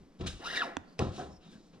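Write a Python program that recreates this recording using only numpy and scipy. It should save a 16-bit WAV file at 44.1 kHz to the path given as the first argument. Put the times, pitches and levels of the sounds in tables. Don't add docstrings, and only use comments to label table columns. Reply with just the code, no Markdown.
import sys
import numpy as np
from scipy import signal
from scipy.fft import rfft, irfft
from scipy.io import wavfile
from scipy.ndimage import uniform_filter1d

SR = 44100
rng = np.random.default_rng(int(sys.argv[2]) if len(sys.argv) > 2 else 0)


def to_wav(sig):
    pcm = np.clip(np.atleast_2d(sig), -1, 1) * 32767
    pcm = np.round(pcm).astype(np.int16)
    wavfile.write(sys.argv[1], SR, pcm.T)


def boost(x):
    u = np.asarray(x, float) / 20
    return 10 ** u


N = 79380
T = np.arange(N) / SR
F = np.arange(N // 2 + 1) * SR / N

# (time [s], hold [s], level [dB], fade T60 [s], push corner, low is dull [Hz])
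SHOVES = [(.0, 0.021, -57.5, 0.21, 25.4), (0.195, 0.051, -39, 0.36, 335), (0.322, 0.032, -49, 0.084, 50),
          (0.771, 0.042, -58.5, 0.098, 49.3), (0.993, 0.0074, -29, 0.15, 747),
          (1.012, 0.043, -37, 0.5, 487), (1.179, 0.044, -44, 0.33, 830), (1.242, 0.063, -52.5, 0.23, 218),
          (1.457, 0.016, -65, 0.59, 603), (1.523, 0.043, -70.5, 0.27, 497),
          (1.729, 0.044, -59.5, 0.22, 614)]
# (frequency [Hz], level [dB], T60 [s])
SHELL_MODES = [(92, 1, 0.26), (139, -3, 0.22), (205, -1, 0.088), (271.6, -5, 0.051), (380.4, 3.5, 0.031),
               (521.3, -2, 0.041), (699.5, -5.5, 0.048), (803, 0, 0.03), (1090, -2.5, 0.023),
               (1327, 0, 0.022), (1414, -13.5, 0.021), (1710, -4, 0.02), (1910, -2, 0.019)]
# (time [s], hold [s], level [dB], fade T60 [s], top of the band [Hz])
RUBS = [(0.188, 0.009, -63, 1, 8500), (0.206, 0.006, -50, 0.036, 4170), (0.234, 0.0095, -56, 0.047, 3430),
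        (0.259, 0.0046, -45.5, 0.0068, 4600), (0.264, 0.0084, -38, 0.039, 13100),
        (0.281, 0.013, -50, 0.39, 11600), (0.386, 0.0054, -72, 0.051, 11000),
        (0.98, 0.022, -49, 0.42, 6500), (1.111, 0.059, -55.5, 0.31, 11700),
        (1.399, 0.036, -66.5, 0.22, 4100), (1.495, 0.026, -65, 0.2, 12500),
        (1.723, 0.015, -69.5, 0.3, 6040)]
# (frequency [Hz], density [dB per Hz])
RUB_SPECTRUM = [(600, -24), (1300, -5.5), (2100, -9.5), (2900, -1), (4600, -4), (6000, -5.5), (9000, -15.5),
                (15300, -36.5)]
# (time [s], length [s], frequency [Hz], level [dB])
SQUEAKS = [
    (.84, .08, 4650, -74),
    (1.13, .05, 5800, -67),
    (1.11, .05, 4600, -68),
    (1.176, .04, 725, -47.5),
    (1.176, .035, 1520, -57),
    (1.27, .035, 6700, -76),
    (1.29, .08, 5400, -76),
    (1.435, .04, 3650, -75),
    (1.425, .03, 1330, -71),
    (1.5, .04, 1600, -73),
]
# (time [s], peak level [dB], pitch [Hz])
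KNOCKS = [(0.203, -41, 149), (0.211, -33, 347), (.224, -30.5, 106), (0.237, -43, 92), (.247, -35, 192),
          (.257, -39, 330), (.268, -30, 111), (.29, -35, 81.6), (0.329, -43, 65), (.35, -42, 55),
          (.404, -42.5, 320), (1.002, -29, 500), (1.004, -36, 76.4), (1.021, -26.5, 152), (1.045, -39, 205),
          (1.067, -28.5, 134), (1.088, -31.5, 102), (1.11, -36, 143), (1.122, -42, 120), (1.169, -48, 176),
          (1.201, -37, 253), (1.244, -41, 360), (1.287, -41.5, 205), (1.303, -44.5, 214),
          (1.321, -49.5, 95.4), (1.375, -55, 70), (1.466, -49.5, 203), (1.528, -47.5, 206),
          (1.556, -45.5, 205), (1.58, -47, 237), (1.604, -49, 320), (1.648, -64, 177), (1.736, -58, 174),
          (1.76, -54.5, 163), (1.78, -53, 190)]
# (time [s], ridge rate [Hz], rim tone [dB], grit in the shell [dB], fibre rasp [dB])
CORD_RUN = [
    (.39, 328.1, -57, -71, -53.5),
    (.436, 800.6, -54.5, -49.5, -55),
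    (.457, 1245, -44, -55.5, -45.5),
    (.495, 1779, -43, -55, -50.5),
    (0.544, 1861, -37, -47, -40),
    (.607, 1805, -36, -45.5, -43.5),
    (.632, 1083, -32, -46, -41.5),
    (.678, 481, -51.5, -44.5, -57),
    (.72, 301, -64, -50.5, -66.5),
]
# (frequency [Hz], level [dB], T60 [s])
RIM_MODES = [(2850, 2, .014), (3620, -2, .012), (4290, -1, .007), (4680, -1, .01), (5650, -5, .007)]
# (frequency [Hz], density [dB per Hz])
RASP_SPECTRUM = [(1500, 0), (2400, -35), (2900, 8), (4500, -4), (6000, 2), (6900, -14.5), (9400, -13.5),
                 (15300, -33)]
# (frequency [Hz], level [dB], T60 [s])
SLAP_MODES = [(940, 16, 0.0012), (1420, -13, 0.015), (2340, -8, 0.0015), (3190, 1, 0.0029),
              (6150, 4.5, 0.002), (10000, -47, 0.0022), (13900, -42, .002)]
# (frequency [Hz], level [dB], T60 [s])
THUD_MODES = [
    (275, 0, .042),
]
# (frequency [Hz], density [dB per Hz])
CRACK_SPECTRUM = [(530, 6), (900, -10), (2480, -1.5), (3940, -12), (4880, -3.5), (9070, -21.5),
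                  (15500, -45)]
# (frequency [Hz], density [dB per Hz])
ROOM_TONE_SPECTRUM = [(25, 1), (100, -37), (165, 3), (400, -8.5), (1000, -20), (2800, -29), (5600, -31),
                      (15300, -53)]
# (frequency [Hz], lead of the left [rad])
PORT_PHASE = [(0, -.2), (250, -.5), (860, -.85), (2000, -1), (4500, -1.1), (6000, -1.8), (15000, -2)]
# (frequency [Hz], left minus right [dB])
PORT_BALANCE = [(60, 2.3), (300, 0), (1000, .4), (2500, 2.4), (5000, 2.2), (8000, -4), (15000, -5.5)]


def level(x, db=0):
    return x * boost(db) / np.sqrt(np.mean(x ** 2))


def peak(x):
    return x / np.abs(x).max()


def noise():
    return rng.standard_normal(N)


def read(table):
    hz, value = np.array(table).T
    return np.interp(np.log(F + 20), np.log(hz + 20), value)


def colour(x, spectrum):
    return level(irfft(rfft(x) * boost(read(spectrum)), N))


def cut(x, hz, kind, order=2):
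    return signal.sosfilt(signal.butter(order, hz, kind, fs=SR, output="sos"), x)


def ring(x, modes, turn=1):
    out = 0
    for k, (hz, db, t60) in enumerate(modes):
        pole = np.exp(2j * np.pi * hz / SR - np.log(1000) / (abs(t60) * SR))
        out = out + turn ** k * boost(db) * signal.lfilter([1], [1, -pole], x + 0j).imag
    return out


def shape(start, rise, hold, t60):
    t = T - start
    return np.clip(t / rise, 0, 1) * boost(-60 * np.clip(t - rise - hold, 0, 2) / t60)


def tap(time_s, width_s):
    return np.exp(-.5 * ((T - time_s) / width_s) ** 2)


def walk(rate):
    k = max(int(SR / rate), 2)
    steps = np.repeat(rng.standard_normal(N // k + 1), k)
    return 1.315 * uniform_filter1d(uniform_filter1d(steps, k), k)[:N]


def grains(rate, scatter_db):
    struck = rng.random(N) < rate / SR
    return struck * np.sign(noise()) * boost(scatter_db * rng.exponential(size=N))


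def spread(x):
    return x + .45 * rng.standard_normal((2, N))


def room_tone():
    shared = colour(noise(), ROOM_TONE_SPECTRUM) * boost(1.1 * walk(22.6))
    own = [cut(colour(noise(), ROOM_TONE_SPECTRUM), 380, "high", order=1) for _ in range(2)]
    return level(shared + 0.29 * np.array(own), -59)


def shell_shoves():
    bumps_per_s, scatter_db, rise_s = 900, 1.2, .005
    bumps = cut(grains(bumps_per_s, scatter_db) + 0.079 * noise(), 1430, "low")
    out = 0
    for s, hold, db, t60, hz in SHOVES:
        push = cut(bumps, hz, "low", order=1)
        boom = level(cut(ring(push, SHELL_MODES), max(72, hz / 3), "high"))
        direct = level(cut(push, max(18, hz / 4), "high"), -9)
        out = out + level(boom + direct) * boost(db) * shape(s, rise_s, hold, t60)
    return out


def finger_rubs():
    fibres = spread(level(grains(14000, 2)))
    rim = cut(cut(ring(fibres, RIM_MODES, turn=-0.58), 2200, "high"), 6200, "low")
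    scuff = (colour(fibres, RUB_SPECTRUM) + level(rim, -34.0))
    scuff = scuff * boost(0.43 * walk(91))
    out = 0
    for s, hold, db, t60, hz in RUBS:
        rise = 0.82 * hold
        out = out + level(cut(scuff, hz, "low"), db) * shape(s, rise, hold, t60)
    return out


def sleeve():
    airy = cut(cut(noise(), 4200, "high", order=4), 5300, "low", order=4)
    return level(airy, -73) * shape(1.4, 0.053, 0.23, .3)


def squeaks():
    out = 0
    for s, length, hz, db in SQUEAKS:
        width_hz = 25 + .04 * hz
        thin = ring(noise(), [(hz, 0, 2.9 / width_hz)])
        thin = level(cut(thin, 0.78 * hz, "high"), db)
        out = out + thin * boost(4.5 * walk(50)) * shape(s, .02, length, .14)
    return out


def knocks():
    out = 0
    for s, db, hz in KNOCKS:
        t60 = 9 / hz
        push = np.exp(-.5 * ((T - s) * hz * 9.5) ** 2)
        panel = ring(push, [(hz, 0, t60), (1.23 * hz, -5, t60 / 2)])
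        out = out + boost(db) * peak(cut(panel, hz / 3, "high"))
    return out


def ridges(ratio):
    time_s, hz = np.array(CORD_RUN).T[:2]
    rate = ratio * np.interp(T, time_s, hz) * (1 + .085 * walk(700))
    return np.exp(1.8 * np.cos(2 * np.pi * np.cumsum(rate) / SR))


def cord():
    time_s, _, tone_db, grit_db, rasp_db = np.array(CORD_RUN).T
    running = np.clip((T - time_s[0]) / 0.017, 0, 1)
    running = running * boost(-60 * np.clip(T - time_s[-1], 0, 2) / 0.36)

    spurt = 1 + .24 * tap(.567, .011)
    strand, other = ridges(spurt), ridges(1.02)
    knock = 0
    for bumps, db in ((strand, 0), (other, 1.5)):
        knock = knock + boost(db + 5 * walk(150)) * (bumps - bumps.mean())
    knock = cut(knock, 457, "high")

    flat = [(hz, 0, 1.02 * t60) for hz, _, t60 in SHELL_MODES[3:]]
    rim = cut(ring(knock, RIM_MODES[1:], turn=-1.8), 2100, "high", order=4)
    tone = level(level(knock) + level(ring(knock, flat), -0.5) + level(rim, -19))
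    grit = level(cut(ring(grains(4000, 3.05), flat), 237, "high"), 2)

    fibres = spread(noise()) * strand ** 0.71 * boost(1.1 * walk(149.5) + 2 * walk(41.37))
    edge = cut(cut(ring(fibres, RIM_MODES, turn=-1), 2400, "high"), 7000, "low")
    rasp = level(colour(fibres, RASP_SPECTRUM) + level(edge, -1.5))

    def fader(db):
        return boost(np.interp(T, time_s, db))

    return running * (tone * fader(tone_db) + grit * fader(grit_db) + rasp * fader(rasp_db))


def slap():
    slap_s, bounce_s = .7686, .00115
    land = tap(slap_s + bounce_s, 4e-5)
    contact = tap(slap_s, 1.6e-5) + boost(-4) * peak(land) / 2
    tick = peak(cut(ring(contact, SLAP_MODES), 255, "high"))
    thin = cut(tick, 1050, "high")
    ticks = cut(np.array([thin, 2 * tick - thin]), 9000, "low")
    thud = peak(cut(ring(land, THUD_MODES), 71, "high"))
    thuds = boost(-10.5 + np.array([[-11], [5]])) * thud
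    return (ticks + thuds) * boost(-18.5)


def jerk():
    crack = colour(noise(), CRACK_SPECTRUM) * shape(.9916, .0003, .002, .012)
    damped = [(hz, 0, .5 * t60) for hz, _, t60 in SHELL_MODES[1:9]]
    blow = peak(cut(ring(tap(.9936, .00025), damped), 140, "high"))
    return crack * boost(-29) - blow * boost(-24)


def tail(t60, db):
    t = T[:SR // 3]
    return level(rng.standard_normal((2, len(t))) * boost(-60 * t / t60), db) / np.sqrt(len(t))


def space(x, near_db):
    room = cut(cut(tail(0.66, -14), 2550, "low", order=1), 200, "high", order=1)
    near = cut(tail(.02, near_db), 2200, "high", order=1)
    return x + signal.fftconvolve(np.atleast_2d(x), room + near, axes=1)[:, :N]


def scene():
    rub_near_db, hit_near_db = -6, -11
    body = space(shell_shoves() + knocks(), rub_near_db)
    rubbing = space(finger_rubs() + sleeve() + squeaks() + cord(), rub_near_db)
    impacts = space(slap() + jerk(), hit_near_db)
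    return room_tone() + body + rubbing + impacts


def band_limit(x):
    return signal.sosfilt(signal.butter(12, 15500, fs=SR, output="sos"), x)


def record(dry):
    notch_hz, notch_width_hz, notch_db, top_hz = 116, 15, -12, 15350
    half = boost(read(PORT_BALANCE) / 2) * np.exp(.5j * read(PORT_PHASE))
    dip = 1 - (1 - boost(notch_db)) / (1 + 2j * (F - notch_hz) / notch_width_hz)
    ports = irfft(rfft(dry) * dip * np.array([half, 1 / half]), N)
    ports = signal.sosfilt(signal.ellip(8, .2, 60, top_hz, fs=SR, output="sos"), ports)
    return band_limit(ports)


dry = scene()
out = record(dry)
to_wav(out)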